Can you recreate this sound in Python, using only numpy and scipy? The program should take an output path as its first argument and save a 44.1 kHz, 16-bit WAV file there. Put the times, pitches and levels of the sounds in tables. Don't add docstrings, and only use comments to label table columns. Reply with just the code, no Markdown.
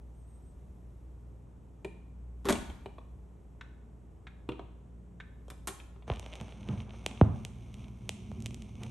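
import sys
import numpy as np
from scipy import signal
from scipy.fft import rfft, irfft
from scipy.io import wavfile
from scipy.ndimage import uniform_filter1d

SR = 44100
rng = np.random.default_rng(int(sys.argv[2]) if len(sys.argv) > 2 else 0)


def volts_from_decibels(level):
    exponent = np.asarray(level, float) / 20
    return 10 ** exponent


def master_out(mix):
    frames = np.transpose(np.atleast_2d(mix))
    ceiling = np.clip(frames, -1, 1)
    pcm = np.round(ceiling * 32767).astype(np.int16)
    wavfile.write(sys.argv[1], SR, pcm)


N = 392490
T = np.arange(N) / SR


def along(table, hz):
    f, v = np.transpose(table)
    return np.interp(np.log(hz + 1), np.log(f), v)


def colour(x, table):
    n = x.shape[-1]
    gain = volts_from_decibels(along(table, np.fft.rfftfreq(n, 1 / SR)))
    return irfft(rfft(x) * gain, n)


def unit(x):
    return x / np.sqrt(np.mean(x ** 2))


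def peak(x):
    return x / np.abs(x).max()


def band(x, lo_hz, hi_hz):
    return signal.sosfilt(signal.butter(2, [lo_hz, hi_hz], "bandpass", fs=SR, output="sos"), x)


def walk(rate):
    k = int(SR / rate)
    steps = np.repeat(rng.standard_normal(N // k + 1), k)
    return unit(uniform_filter1d(uniform_filter1d(steps, k), k)[:N])


def add(track, s, sound):
    i = int(s * SR)
    track[i:i + len(sound)] += sound[:N - i]


# (f/Hz, side gain over mid/dB)
HUSH_SPREAD = [(60, -21), (110, -7.5), (200, -9), (380, -7.5), (700, -1), (1290, -2), (2380, -13.5),
               (4400, -4.5), (8120, -17), (15000, 5)]


def stereo(table):
    mid, side = colour(rng.standard_normal((2, N)), table)
    return (mid + colour(side, HUSH_SPREAD) * np.array([[1], [-1]])) / np.std(mid)


# (f/Hz, level/dB per Hz)
HUSH_COLOUR = [(25, -14), (50, 3.5), (99, 3.5), (160, -0.5), (250, -4.5), (400, -10), (630, -17.5),
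               (1000, -22), (1600, -32.5), (2500, -36), (4000, -43.5), (6300, -43), (8000, -40),
               (11500, -49), (13500, -72)]
# (f/Hz, level/dB per Hz)
DRAUGHT_COLOUR = [(20, -46.5), (40, 13), (60, 8), (85, 9), (110, -40)]
# (t/s, level/dB)
DRAUGHT_SWELL = [(0, -58), (.35, -55.5), (1.2, -58.5), (1.5, -63), (1.96, -62), (2.33, -64), (2.62, -40.5),
                 (2.9, -57.5), (3.7, -64), (4.2, -64.5), (5.2, -66), (5.6, -54), (6.4, -72.5), (7, -65),
                 (7.35, -55.5), (8.9, -57.5)]
HUSH_DB = -56


def hush():
    swell = volts_from_decibels(np.interp(T, *np.transpose(DRAUGHT_SWELL)))
    draught = unit(colour(rng.standard_normal(N), DRAUGHT_COLOUR)) * swell
    return volts_from_decibels(HUSH_DB) * stereo(HUSH_COLOUR) + draught


# (f/Hz, level/dB rms)
MOTOR_LINES = [(59.2, -50.5), (118.4, -62.5), (177.6, -65), (419.9, -76.5)]


def hum():
    lift_db = 9 * np.clip((T - 6.1) / 1.5, 0, 1)
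    out = np.zeros(N)
    for k, (hz, db) in enumerate(MOTOR_LINES):
        level = volts_from_decibels(db + 2.2 * walk(4.2) + lift_db * (k == 1))
        turns = hz * T + 0.017 * walk(12.0)
        out += level * np.sqrt(2) * np.sin(2 * np.pi * turns)
    return out


# (f/Hz, t60/s)
ROOM_T60 = [(100, 0.95), (400, 0.34), (1000, 0.71), (2500, 0.71), (5000, 0.64), (10000, 0.38)]
# (f/Hz, level/dB)
TAIL_COLOUR = [(100, -2.5), (400, -2.5), (1200, -5.5), (2600, -6.5), (6000, -6), (11000, 1.5)]


def room(x, db):
    t = np.arange(SR)[:, None] / SR
    hz = 70 * 2 ** np.arange(0, 7.5, .5)
    falls = (1000. ** (-t / along(ROOM_T60, hz))).T
    tail = np.zeros((2, SR))
    for f, fall in zip(hz, falls):
        tail += fall * band(rng.standard_normal((2, SR)), f / 2 ** .25, f * 2 ** .25)
    tail *= 1 - np.exp(-t.T / 0.0007)
    mid, side = colour(tail / np.sqrt(np.sum(tail[0] ** 2)), TAIL_COLOUR)
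    side = 0.56 * band(side, 180, 11000)
    wet = np.array([mid + side, mid - side])
    return x + volts_from_decibels(db) * signal.fftconvolve(x[None], wet, axes=1)[:, :N]


# (t/s, f/Hz, level/dB rms)
SQUEAK_PATHS = [
    [(0.14, 8500, -85), (0.215, 8500, -79), (0.246, 7800, -84), (0.278, 8600, -77), (0.36, 8200, -75),
     (0.39, 8700, -82)],
    [(0.42, 7780, -80), (0.45, 8600, -79), (0.5, 8250, -76), (0.53, 7600, -95)],
]


def squeak():
    out = np.zeros(N)
    for path in SQUEAK_PATHS:
        s, hz, db = np.transpose(path)
        turns = np.cumsum(np.interp(T, s, hz) + 90 * walk(150)) / SR
        level = volts_from_decibels(np.interp(T, s, db, left=-140, right=-140) + 1 * walk(60))
        out += level * np.sqrt(2) * np.sin(2 * np.pi * turns)
    return out


def ring(modes, size):
    t = np.arange(size) / SR
    return sum(volts_from_decibels(db) * np.sin(2 * np.pi * hz * t) * 1000. 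** (-t / t60) for hz, db, t60 in modes)


def rattle(lo_hz, hi_hz, db, t60):
    fall = 1000. ** (-np.arange(8192) / SR / t60)
    return volts_from_decibels(db) * unit(band(rng.standard_normal(8192), lo_hz, hi_hz)) * fall


def contact(ms):
    t = np.arange(4096) / SR
    return (1 - np.exp(-t / 0.00045)) * np.exp(-t * 1000 / max(ms, 1))


def blow(ms, ringing, dbs, bands):
    burst = np.pad(rng.standard_normal(4096) * contact(ms), (0, 4096))
    burst[8] += 9
    heard = [signal.fftconvolve(burst, response)[:8192] for response in ringing]
    heard += [band(band(burst, *edges), *edges) for edges in bands]
    return sum(volts_from_decibels(db) * peak(part) for db, part in zip(dbs, heard))


# (f/Hz, relative level/dB, t60/s)
STEEL_MODES = [(2390, -6, .02), (2520, 5, .022), (3200, 7, .018), (3400, 0, .03), (3870, -4, .02)]
# (f/Hz, relative level/dB, t60/s)
WOOD_MODES = [(131, 3, 0.11), (216, -8, 0.116), (235.4, -3.5, 0.073), (329, 6.5, 0.066), (376, 4.5, .1),
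              (472, -19, 0.12), (596, -5, 0.037)]
# (low f/Hz, high f/Hz, level/dB against the modes, t60/s)
STEEL_RATTLE, WOOD_RATTLE = (2180, 3350, 7.1, 0.022), (155, 620, 7.1, 0.058)
# (t/s, steel ring level/dB, plinth level/dB, plate level/dB, edge level/dB)
LEVER_KNOCKS = [(1.847, -38, -30, -51, -40), (2.5253, -25.5, -25.5, -25.5, -18),
                (2.555, -31.5, -42, -35, -53), (2.578, -50, -35, -49, -56), (2.699, -46, -35, -46, -67),
                (2.859, -40, -38, -33.5, -50.5), (2.983, -50, -48.5, -39, -68.5),
                (4.49, -36, -22, -33, -47), (4.519, -41, -36, -43, -68), (4.594, -45.5, -38, -33.5, -79),
                (5.482, -52, -55, -45, -49), (5.517, -56, -55, -45.5, -60), (5.8, -42.5, -72, -49.5, -59),
                (5.961, -63, -48, -52, -75.5), (6.023, -55, -68, -51, -69)]
LEVER_CONTACT_MS = 4.5


def levers():
    out = np.zeros(N)
    steel, wood = ring(STEEL_MODES, size=8192), ring(WOOD_MODES, size=8192)
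    for s, *dbs in LEVER_KNOCKS:
        ringing = (steel + rattle(*STEEL_RATTLE), wood + rattle(*WOOD_RATTLE))
        add(out, s, blow(LEVER_CONTACT_MS, ringing, dbs, [(380, 1170), (3600, 10200)]))
    return out


# (t/s, clatter level/dB, plinth level/dB, plate level/dB, edge level/dB, contact time constant/ms)
DISC_AND_ARM_SLAPS = [(2.447, -47, -51, -45, -49, 11), (2.454, -35, -28, -40.5, -32.5, 18),
                      (2.467, -40.5, -30, -34.5, -57, 33), (2.487, -20.5, -28.5, -21.5, -20.5, 13.6),
                      (2.496, -26, -22.5, -20, -21, 14), (2.505, -25, -19, -31, -20, 3.8),
                      (5.502, -38, -45.5, -42.5, -34.5, 6.8), (5.673, -33, -38.5, -32.5, -20, 14),
                      (5.684, -30, -35, -42, -34, 10)]


def slaps():
    out = np.zeros(N)
    rim = ring(WOOD_MODES[1:], size=8192)
    for s, clatter, plinth, plate, edge, ms in DISC_AND_ARM_SLAPS:
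        dbs = (plinth, plate, clatter, edge)
        bands = [(400, 1640), (1600, 5500), (6000, 15300)]
        add(out, s, blow(ms, (rim + rattle(*WOOD_RATTLE),), dbs, bands))
    return out


# (f/Hz, level/dB per Hz)
TICK_COLOUR = [(410, -54), (700, -8.5), (1430, 2), (1550, 10), (1910, -0.5), (2460, 0), (2920, -9),
               (3700, -1), (4850, -21), (5570, -21), (11000, -38), (14300, -84), (22000, -120)]
# (t/s, noise rms level before the contact envelope/dB, contact time constant/ms)
CAM_TICKS = [(3.6106, -37.5, 5.6), (4.2692, -41.5, 6.5), (5.2013, -40.5, 6.9)]


def cam_ticks():
    out = np.zeros(N)
    for s, db, ms in CAM_TICKS:
        noise = unit(colour(rng.standard_normal(4096), TICK_COLOUR))
        add(out, s, volts_from_decibels(db) * noise * contact(ms))
    return out


# (f/Hz, relative level/dB, t60/s)
CONE_AND_BOX = [(65, 3, 0.2), (113.6, 12, 0.21), (134.5, 11.5, 0.31), (190, -33, 0.13)]
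BOX_HZ, BOX_WIDTH_HZ = 106.3, 31


def pop_parts():
    hz = np.fft.rfftfreq(16384, 1 / SR) + 1
    glide = 1.197 * np.log((hz + 20) / (hz + 3000)) + hz * 0.000464
    box_lag = np.arctan((hz - BOX_HZ) / BOX_WIDTH_HZ) / np.pi - .5
    sweep = -np.exp(-2j * np.pi * (glide + box_lag))
    parts = []
    for centre_hz, octaves in [(2800, .55), (118, 1.1), (480, 1.15), (6300, .75)]:
        bell = np.exp(-np.log2(hz / centre_hz) ** 2 / octaves ** 2)
        parts.append(peak(irfft(sweep * bell)))
    bite, thump, knock, tick = parts
    box = ring(CONE_AND_BOX, size=16384) * (1 - np.exp(-np.arange(16384) / SR / 0.01))
    return bite, thump + volts_from_decibels(-16.0) * peak(box), knock, tick


# (t/s, bite 2-4 kHz level/dB, knock 300-1300 Hz level/dB, tick 5-10 kHz level/dB)
DUST_POPS = [(6.0786, -45, -34.5, -50), (6.0998, -27, -21.5, -61), (6.1174, -33, -42, -57),
             (6.1368, -37, -60, -46), (6.16, -41, -49, -43), (6.1706, -39, -45, -55),
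             (6.1958, -38, -41, -31), (6.2279, -45, -43, -57), (6.2621, -35, -39, -43.5),
             (6.3306, -35, -47, -53), (6.337, -34, -48, -44), (6.3547, -37, -44, -38),
             (6.4007, -37.5, -50, -54), (6.4117, -38.5, -38, -37.5), (6.4816, -47, -45, -52),
             (6.523, -41, -44, -61), (6.6877, -33, -42.5, -44), (6.803, -35, -48, -60),
             (7.0626, -17.5, -26, -19), (7.1123, -36, -43, -62), (7.1754, -39, -50, -62),
             (7.2121, -30, -9.5, -44), (7.4498, -29, -40.5, -26.5), (7.7418, -41.5, -58, -41),
             (8.0923, -20.5, -32.5, -18.5), (8.3157, -48.5, -38, -49), (8.4035, -49, -60, -41),
             (8.423, -51, -61, -35.5), (8.4434, -64, -57, -46), (8.4598, -27.5, -42, -25.5),
             (8.466, -36, -55, -35), (8.5444, -39, -52, -31.5), (8.6215, -40.5, -55, -38.5),
             (8.8346, -34.5, -60, -33)]
# (t/s, level/dB, pitch ratio)
CONE_THUDS = [(6.0996, -27, 0.63), (6.4092, -35, 0.85), (6.6869, -37.5, 1.94), (7.2116, -10.5, 0.89)]
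LANDS_S = 6.066
CRACKLE_PER_S, CRACKLE_DB, CRACKLE_THINS_S = 50, -44, .3


def pops():
    out = np.zeros(N)
    bite, thump, knock, tick = pop_parts()
    for s, *dbs in DUST_POPS:
        add(out, s, sum(volts_from_decibels(db) * part for db, part in zip(dbs, (bite, knock, tick))))
    for s, db, ratio in CONE_THUDS:
        repitched = np.interp(np.arange(8192) * ratio, np.arange(len(thump)), thump)
        add(out, s, volts_from_decibels(db) * repitched)
    when, size = rng.random(N), volts_from_decibels(CRACKLE_DB + 2.5 * rng.standard_normal(N))
    rate = CRACKLE_PER_S * np.exp(-np.maximum(T - LANDS_S, 0) / CRACKLE_THINS_S) * (T > LANDS_S)
    small_pop = bite + volts_from_decibels(-12) * knock + volts_from_decibels(-22) * tick
    return out + signal.fftconvolve((when < rate / SR) * size, small_pop)[:N]


# (t/s, level/dB)
HISS_LEVEL = [(6.085, -58), (6.17, -61.5), (6.45, -59), (6.6, -65), (6.81, -58), (6.87, -73), (6.95, -59.5),
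              (7.03, -64), (7.2, -60.5), (7.3, -70.5), (7.38, -60.5), (7.44, -69), (7.75, -66),
              (7.82, -60.5), (7.92, -71.5), (8.13, -64.5), (8.75, -66.5), (8.84, -59), (8.9, -60.5)]
# (f/Hz, level/dB per Hz)
HISS_COLOUR = [(760, 1), (1300, -3), (1690, -33), (2170, 1.5), (3410, -3.5), (4820, -12), (6190, -5),
               (7510, -22.5), (9100, -9), (9740, -15), (10300, -56), (11600, -22), (13000, -53)]
# (f/Hz, width f/Hz, relative level/dB)
CABINET = [(103.5, 53, 3.5), (207.7, 32.3, 3.5), (205, 14, -12.5), (362.4, 13.3, -7)]
# (t/s, length t/s, rumble level/dB, scrape level/dB)
GROOVE_BUMPS = [(6.111, 0.053, -42.5, -45.5), (6.419, .04, -42, -55), (6.716, 0.062, -34.5, -51),
                (6.789, 0.089, -43.5, -61), (6.946, 0.022, -60, -53), (7.104, 0.21, -58.5, -63),
                (7.274, 0.027, -46, -70), (7.828, 0.14, -50, -83), (8.835, 0.075, -54, -57)]
RUMBLE_DB, RUMBLE_GROWS_DB, RUMBLE_GROWS_S, RUMBLE_FLICKER_DB = -56.5, 10, 7.2, 3.5
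SCRAPE_DB, SCRAPE_FADES_DB_PER_S = -59.5, 6


def stylus():
    down = np.clip((T - LANDS_S) / 0.016, 0, 1)
    hiss_level = volts_from_decibels(np.interp(T, *np.transpose(HISS_LEVEL)))
    growth_db = RUMBLE_GROWS_DB / (1 + np.exp(-(T - RUMBLE_GROWS_S) / .1))
    rumble_level = volts_from_decibels(RUMBLE_DB + growth_db + RUMBLE_FLICKER_DB * walk(9))
    scrape_level = volts_from_decibels(SCRAPE_DB - SCRAPE_FADES_DB_PER_S * (T - LANDS_S))
    for s, length, rumble_db, scrape_db in GROOVE_BUMPS:
        hump = np.exp(-(2 * (T - s) / length) ** 2)
        rumble_level = rumble_level + volts_from_decibels(rumble_db) * hump
        scrape_level = scrape_level + volts_from_decibels(scrape_db) * hump
    chance = rng.random((3, N))
    dust = (chance[0] < 300 / SR) * np.sign(chance[1] - .5) * volts_from_decibels(-2.5 * np.log(chance[2]))
    flickering = rng.standard_normal(N) * volts_from_decibels(0.8 * walk(25))
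    hiss = unit(colour(flickering + volts_from_decibels(18.5) * dust, HISS_COLOUR))
    noise = rng.standard_normal(N)
    rumble = unit(sum(volts_from_decibels(db) * band(noise, f - w / 2, f + w / 2) for f, w, db in CABINET))
    scrape = unit(band(rng.standard_normal(N), 166, 910)) * volts_from_decibels(2.6 * walk(34))
    return pops() + down * (hiss_level * hiss + rumble_level * rumble + scrape_level * scrape)


def scene():
    deck = room(levers() + slaps() + cam_ticks(), -6)
    loudspeakers = room(stylus(), -11.5) * volts_from_decibels([[-.6], [.6]])
    return deck + loudspeakers + room(squeak(), -8.5) + hum() + hush()


def band_limit(x):
    return signal.sosfilt(signal.butter(12, 16800, fs=SR, output="sos"), x)


# (f/Hz, half-width f/Hz, level/dB)
HOUSING = [(4700, 730, -5.5), (10450, 220, -22), (10960, 890, 5.5)]
# (f/Hz, lead of the left/rad)
PORT_LEAD = [(0, 0), (8550, 0), (9000, -1.5), (9650, -2.4), (11800, -5.6), (15000, -12.5)]
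TOP_HZ = 11470


def record(dry):
    hz = np.fft.rfftfreq(N, 1 / SR)
    housing_db = sum(db * np.exp(-((hz - f) / w) ** 2) for f, w, db in HOUSING)
    ends_db = -24 * np.clip((hz - TOP_HZ) / 2500, 0, 1) - 12 * np.exp(-(hz / 40) ** 2)
    lead = np.interp(hz, *np.transpose(PORT_LEAD)) * np.array([[.5], [-.5]])
    mix = irfft(rfft(dry) * volts_from_decibels(housing_db + ends_db) * np.exp(1j * lead), N)
    return band_limit(mix)


dry = scene()
out = record(dry)
master_out(out)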